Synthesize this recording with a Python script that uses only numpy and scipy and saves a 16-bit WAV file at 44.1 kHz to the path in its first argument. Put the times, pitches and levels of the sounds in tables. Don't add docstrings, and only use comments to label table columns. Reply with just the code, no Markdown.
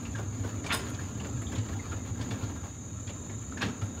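import sys
import numpy as np
from scipy import signal
from scipy.fft import rfft, irfft
from scipy.io import wavfile
from scipy.ndimage import uniform_filter1d

SR = 44100
rng = np.random.default_rng(int(sys.argv[2]) if len(sys.argv) > 2 else 0)


def master(y):
    cut = np.clip(np.atleast_2d(y).T, -1, 1)
    pcm = np.round(cut * 32767)
    wavfile.write(sys.argv[1], SR, pcm.astype(np.int16))


N = 176400

# time_s, relative_level_db
RUMBLE_LEVEL = [(0.0, -36), (3.97, -41), (4.0, -31)]
WHEEL_LEVEL = [(0, -43.5), (.35, -42.5), (.45, -39.5), (.8, -39), (1.07, -43.5), (1.25, -38.5),
               (1.45, -42.5), (1.56, -37), (1.65, -41), (2.05, -43), (2.33, -37.5), (2.55, -43),
               (2.75, -47.5), (3.05, -45.5), (3.3, -41.5), (3.43, -47), (3.67, -33.5), (3.77, -42.5),
               (4, -41.5)]
# pitch_hz, strength_db
RUMBLE_TONE = [(20, -64), (40, -32.5), (60, -9.5), (85, -2), (107, -0.5), (128, -8.5), (165, -22),
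               (300, -75.5)]
WHEEL_TONE = [(80, -44), (150, 0.5), (185, 1.5), (245, 5), (315, -1), (365, -8.5), (420, -7), (600, -15),
              (1000, -23), (3000, -83)]
RUMBLE_DB, WHEELS_DB = -1.5, -1

def rolling():
    rumble = colour(rng.standard_normal(N), RUMBLE_TONE) * level(RUMBLE_LEVEL)
    wheels = colour(rng.standard_normal(N), WHEEL_TONE) * level(WHEEL_LEVEL)
    return gain(RUMBLE_DB) * rumble + gain(WHEELS_DB) * wheels


# start_s, level_db
BOOMS = [(.145, -32), (0.404, -30), (0.751, -30), (0.996, -29), (1.168, -32.5), (1.345, -27.5),
         (1.577, -25.5), (1.713, -28), (1.947, -28.5), (2.106, -27.5), (2.194, -29), (2.302, -27),
         (2.425, -29), (2.95, -38), (3.35, -38.5), (3.633, -27), (3.817, -26.5), (3.963, -33)]
BOOM_HZ, BOOM_RISE_S, BOOM_SCATTER = 105.9, 0.015, 0.069

def booms():
    out, t = np.zeros(N), np.arange(SR // 4) / SR
    swell = (t / BOOM_RISE_S * np.exp(1 - t / BOOM_RISE_S)) ** 1.18
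    for start_s, level_db in BOOMS:
        hz = BOOM_HZ * (1 + BOOM_SCATTER * rng.standard_normal())
        add(out, start_s, gain(level_db) * swell * np.sin(2 * np.pi * (hz * t + rng.random())))
    return out


# start_s, level_db, hollow_db, crack_top_hz
COUPLING_HITS = [(.692, -38.5, -15, 3300), (.704, -29, -20, 2900), (.714, -28.5, -14, 3400),
                 (.724, -29, -2, 6000), (.740, -30, -2, 5500)]
FRAME_HZ = [958, 1090, 1404, 1606, 1770, 1878, 2121, 2271, 2800, 3466, 3632]
# strength_db, ring_s
FRAME_RINGS = [(-11.5, 0.17), (-20, 0.13), (-8, 0.11), (-8, 0.13), (-9, 0.044), (-13.5, 0.1), (-11, 0.072),
               (-8, 0.095), (-20, 0.077), (-7.5, 0.091), (-11, 0.078)]

def couplings():
    return clank(COUPLING_HITS, FRAME_HZ, FRAME_RINGS)


# start_s, level_db, hollow_db, crack_top_hz
BUFFER_HITS = [(3.610, -36.5, -10, 3500), (3.618, -31.5, -6, 6000), (3.625, -29.5, -2, 3800)]
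BUFFER_HZ = [1130, 1660, 2600, 3289, 4260]
# strength_db, ring_s
BUFFER_RINGS = [(-3, .12), (5, .045), (-3, .085), (-4, .06), (-10, .06)]

def buffers():
    return clank(BUFFER_HITS, BUFFER_HZ, BUFFER_RINGS)


CLANK_BOTTOM_HZ, CLANK_BLOW_DB = 750, -2

def clank(hits, pitches, rings):
    out = np.zeros(N)
    for start_s, level_db, hollow_db, crack_top_hz in hits:
        def band_db(hz):
            return -10 * np.log10((1 + (hz / crack_top_hz) ** 8) * (1 + (CLANK_BOTTOM_HZ / hz) ** 8))
        add(out, start_s - BUILD_S, gain(level_db + CLANK_BLOW_DB) * blow(band_db, hollow_db))
        add(out, start_s, gain(level_db) * steel_ring(pitches, rings))
    return out


# start_s, level_db
PIN_HITS = [(.729, -31.5), (.741, -34), (.77, -43)]
PIN_HZ = [3650, 5078, 8700, 10540, 10760, 15410]
# strength_db, ring_s
PIN_RINGS = [(-2, .07), (-12, .16), (-12, .2), (-12, .13), (1, .032), (-19, .15)]

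def pin():
    out = np.zeros(N)
    for start_s, level_db in PIN_HITS:
        add(out, start_s, gain(level_db) * steel_ring(PIN_HZ, PIN_RINGS, chatter_db=4))
    return out


# start_s, level_db, hollow_db, pitch_hz
KNOCKS = [(.053, -46, -15, 2720), (.155, -43, -3, 1430), (.185, -43, 7.5, 1197), (0.443, -45, 11, 1090),
          (0.643, -43, 4, 2270), (0.663, -38.5, 1, 2370), (0.791, -41.5, 1, 3040), (.945, -49, -20, 3600),
          (1.202, -48, 9, 2580), (1.245, -46.5, 7.5, 1930), (1.418, -47.5, 5.5, 1950),
          (1.523, -42.5, 5, 1750), (1.558, -43.5, -10, 2440), (1.582, -45, -11, 2220),
          (1.687, -45, 4.5, 870), (1.921, -44, 6, 1284), (2.212, -43, 0.5, 3250), (2.309, -42, 6, 2760),
          (2.334, -49, -6, 2160), (2.436, -50, 5, 4170), (2.495, -47.5, 9, 1350), (2.637, -48, 8.5, 850),
          (3.075, -45.5, -13, 2410), (3.092, -47, 4, 2720), (3.297, -50, 6, 2210), (3.575, -43.5, -3, 1680),
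          (3.657, -44, 6, 3070), (3.685, -43, -2, 1300), (3.817, -43, 4, 1380)]
CRACK_PEAK_DB, HARD_KNOCK_DB, TREBLE_TILT = 7.5, -41, 0.52
FRAME_DB, PING_DB, PING_RING_S = -6.5, -1, 0.07

def knocks():
    out = np.zeros(N)
    for start_s, level_db, hollow_db, pitch_hz in KNOCKS:
        def hump_db(hz):
            octaves = np.log2(hz / pitch_hz)
            treble_db = TREBLE_TILT * (level_db - HARD_KNOCK_DB) * np.maximum(octaves, 0)
            return CRACK_PEAK_DB * np.exp(-.5 * octaves ** 2) + treble_db
        add(out, start_s - BUILD_S, gain(level_db) * blow(hump_db, hollow_db))
        frame = gain(FRAME_DB) * steel_ring(FRAME_HZ, FRAME_RINGS)
        ping = steel_ring([pitch_hz], [(PING_DB, PING_RING_S)])
        add(out, start_s, gain(level_db) * (frame + ping))
    return out


# pitch_hz, strength_db
CRACK_TONE = [(200, -33), (500, -4.5), (1050, 2.5), (1650, 1), (2400, -2), (3500, -1.5), (5000, -4.5),
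              (8000, -8), (16000, -31)]
HOLLOW_TONE = [(70, -14), (160, -8.5), (250, 7), (330, 2), (500, -2.5), (900, -7), (3000, -37.5)]
CRACK_FADE_S, HOLLOW_RISE_S, HOLLOW_FADE_S, TONE_SCATTER_DB = 0.019, 0.0071, 0.027, 3.8

def blow(shape_db, hollow_db):
    t = np.arange(8192) / SR - BUILD_S
    hz = np.fft.rfftfreq(len(t), 1 / SR) + 1
    chatter = rng.standard_normal(len(t)) * gain(0.79 * drift(len(t), points=130))
    crack = colour(chatter, CRACK_TONE, shape_db(hz) + TONE_SCATTER_DB * drift(len(hz), points=260))
    thud = colour(rng.standard_normal(len(t)), HOLLOW_TONE)
    thud *= np.clip(t / HOLLOW_RISE_S, 0, 1) * np.exp(-t / HOLLOW_FADE_S)
    return crack * rattle(t, CRACK_FADE_S) + gain(hollow_db) * thud


BUILD_S, ATTACK_S = 0.012, 0.0024

def rattle(t, fade_s):
    build = np.clip((t + BUILD_S - ATTACK_S) / BUILD_S, 0, 1) ** 2
    return build * np.exp(-np.maximum(t - ATTACK_S, 0) / fade_s)


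def steel_ring(pitches, rings, chatter_db=0):
    t = np.arange(SR // 2) / SR
    out = np.zeros(len(t))
    for hz, (strength_db, ring_s) in zip(pitches, rings):
        strength = gain(strength_db + chatter_db * drift(len(t), points=110))
        note = np.sin(2 * np.pi * hz * t + rng.uniform(0, 2 * np.pi))
        out += strength * note * gain(-60 * t / ring_s)
    return out * np.minimum(t / ATTACK_S, 1)


# start_s, level_db, pitch_hz
CLINKS = [(.15, -39.5, 1620), (.99, -44, 1700), (1.2, -44, 2850), (1.47, -45, 3480), (1.553, -46, 3450),
          (1.755, -43, 790), (1.797, -45, 2050), (1.922, -41, 1330), (3.522, -43.5, 1350),
          (3.574, -42, 1650)]
CLINK_FADE_S, CLINK_WIDTH_OCTAVES = 0.011, 0.045

def clinks():
    out, t = np.zeros(N), np.arange(SR // 10) / SR
    hz = np.fft.rfftfreq(len(t), 1 / SR) + 1
    for start_s, level_db, pitch_hz in CLINKS:
        peak_db = -(np.log2(hz / pitch_hz) / CLINK_WIDTH_OCTAVES) ** 2
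        note = colour(rng.standard_normal(len(t)), CRACK_TONE, peak_db)
        add(out, start_s - BUILD_S, gain(level_db) * note * rattle(t - BUILD_S, CLINK_FADE_S))
    return out


# start_s, level_db
SCRAPES = [(0.722, -40), (.732, -38.5), (.743, -37.5), (.772, -46), (0.898, -54), (1.42, -55), (3.620, -50),
           (3.645, -52), (3.842, -54)]
# pitch_hz, strength_db
SCRAPE_TONE = [(2000, -14), (4000, -6), (8700, 6), (11500, 3.5), (14000, -7), (16000, -19)]

def scrapes():
    out, t = np.zeros(N), np.arange(SR // 4) / SR
    for start_s, level_db in SCRAPES:
        grains = rng.standard_normal(len(t)) * gain(6.8 * drift(len(t), points=120))
        hiss = colour(grains, SCRAPE_TONE, TONE_SCATTER_DB * drift(len(t) // 2 + 1, points=80))
        add(out, start_s - BUILD_S, gain(level_db) * hiss * rattle(t - BUILD_S, fade_s=0.013))
    return out


# time_s, level_db
GRIND_LEVEL = [(0, -49), (.25, -55), (.47, -47.5), (.57, -52.5), (.85, -46), (1.1, -50.5), (2.05, -51),
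               (2.35, -49), (2.8, -56), (3.4, -54.5), (4, -53)]
# pitch_hz, strength_db
GRIND_TONE = [(300, 3.5), (700, 2.5), (1300, 4.5), (1800, -3), (2200, -3.5), (3600, -7), (4500, -7.5),
              (5300, -13.5), (10000, -21.5)]
GRIT_PER_S, GRIT_SPREAD_DB, GRIT_SHARE = 500, 1.5, 0.52
PATCH_DB, FLICKER_DB, GRIND_RING_DB = 2.2, 1.8, -10.5

def grinding():
    grit = rng.choice([-1, 1], N) * (rng.random(N) < GRIT_PER_S / SR)
    grit = grit * gain(GRIT_SPREAD_DB * np.minimum(rng.exponential(1, N), 3))
    crunch = GRIT_SHARE * unit(grit) + (1 - GRIT_SHARE) * rng.standard_normal(N)
    bands = signal.stft(crunch, nperseg=1024)[2]
    patches = uniform_filter1d(rng.standard_normal(bands.shape), size=5, axis=0)
    patches = unit(uniform_filter1d(patches, size=3, axis=1))
    patchy = signal.istft(bands * gain(PATCH_DB * patches))[1][:N]
    grind = colour(patchy * gain(FLICKER_DB * drift(N, points=220)), GRIND_TONE)
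    frame = unit(signal.fftconvolve(grind, steel_ring(FRAME_HZ, FRAME_RINGS))[:N])
    return (grind + gain(GRIND_RING_DB) * frame) * level(GRIND_LEVEL)


# start_s, length_s, level_db
TRILLS = [(1.098, .6, -54), (2.929, .635, -54)]
TRILL_HZ, TRILL_RISE_S, TRILL_ECHO = 7240, 0.13, 0.25

def near_cricket():
    out = np.zeros(N)
    for start_s, length_s, level_db in TRILLS:
        t = np.arange(0, length_s, 1 / SR)
        swell = np.sqrt(np.minimum(t / TRILL_RISE_S, 1))
        trill = wing_strokes(len(t), TRILL_HZ, pulses_per_s=31.6, fall_hz=176, unevenness=.004)
        add(out, start_s, gain(level_db) * swell * trill)
    return out + TRILL_ECHO * tree_echo(out)


def wing_strokes(size, hz, pulses_per_s, fall_hz, unevenness):
    stroke = np.cumsum(pulses_per_s * (1 + unevenness * drift(size, points=25))) / SR % 1
    progress = np.clip((stroke - .5) / .6, -.5, .5)
    pitch = hz - fall_hz * progress + 35 * drift(size, points=150)
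    return unit(np.cos(np.pi * progress) * sine(pitch))


# pitch_hz, level_db, pulses_per_s
CHORUS = [(6455, -59, 36), (6920, -59.5, 33.5), (6760, -56.5, 30.4), (6984, -53.5, 28.5)]
CHORUS_ECHO = 0.73

def cricket_chorus():
    song = sum(gain(db) * wing_strokes(N + SR, hz, pulses_per_s, fall_hz=244, unevenness=.02)
               for hz, db, pulses_per_s in CHORUS)
    blurred = np.sqrt(1 - CHORUS_ECHO ** 2) * song + CHORUS_ECHO * tree_echo(song)
    return blurred[SR:]


# pitch_hz, strength_db
FAR_CRICKET_TONE = [(5200, -45), (5850, -11), (6150, -3), (6450, 4), (6950, -4), (7200, -0.5), (7450, -6.5),
                    (7900, -22), (9000, -62)]
FAR_DB = -55

def far_crickets():
    return gain(FAR_DB) * colour(rng.standard_normal(N), FAR_CRICKET_TONE)


WHINE_HZ, WHINE_DB = 3755, -67.5

def whine():
    note = sine(WHINE_HZ + 8 * drift(N, points=300))
    waver = gain(1.2 * drift(N, points=60))
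    return gain(WHINE_DB) * level([(0, -5), (2, 0)]) * unit(note * waver)


# pitch_hz, ring_s
ECHO_TIMES = [(100, 0.43), (1000, 0.51), (4000, 0.31), (14000, 0.21)]
ECHO_DB = -11.5

def tree_echo(sound):
    bounces = rng.standard_normal(SR) * (rng.random(SR) < 2000 / SR)
    bounces[:301] = 0
    hz, t, bands = signal.stft(bounces, SR, nperseg=256)
    fade = gain(-60 * t / look_up(ECHO_TIMES, hz)[:, None])
    tail = signal.istft(bands * fade, SR, nperseg=256)[1]
    return signal.fftconvolve(sound, tail / np.linalg.norm(tail))[:len(sound)]


# pitch_hz, strength_db
WOODS_TONE = [(100, 26.5), (1000, 18), (4000, 5), (5200, -10), (8300, 12.5), (9400, 8), (10400, -7),
              (11200, 0), (13800, 1), (15700, -29)]
WOODS_DB = -60.5

def woods():
    return gain(WOODS_DB) * colour(rng.standard_normal(N), WOODS_TONE)


def gain(db):
    return 10 ** (np.asarray(db) / 20)


def unit(sound):
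    return sound / np.sqrt(np.mean(sound ** 2) + 1e-20)


def sine(pitch_hz):
    return np.sin(2 * np.pi * np.cumsum(pitch_hz) / SR)


def look_up(table, hz):
    pitches, values = np.transpose(table)
    return np.interp(np.log(hz + 1), np.log(pitches + 1), values)


def level(table):
    return gain(np.interp(np.arange(N) / SR, *np.transpose(table)))


def add(mix, start_s, sound):
    part = mix[max(round(start_s * SR), 0):][:len(sound)]
    part += sound[:len(part)]


def drift(size, points):
    return np.interp(np.linspace(0, points - 1, size), np.arange(points), rng.standard_normal(points))


def colour(sound, tone, extra_db=0):
    hz = np.fft.rfftfreq(len(sound), 1 / SR)
    return unit(irfft(rfft(sound) * gain(look_up(tone, hz) + extra_db), len(sound)))


def scene():
    hits = knocks() + clinks() + couplings() + buffers() + scrapes() + pin()
    train = rolling() + grinding() + booms() + hits + gain(ECHO_DB) * tree_echo(hits)
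    background = near_cricket() + cricket_chorus() + far_crickets() + whine() + woods()
    return (train + background)[None]


TREBLE_LIMIT_HZ = 15750

def record(dry):
    treble_cut = signal.firwin(511, TREBLE_LIMIT_HZ, window=("kaiser", 9), fs=SR)
    return signal.oaconvolve(dry, treble_cut[None], "same")


dry = scene()
out = record(dry)
master(out)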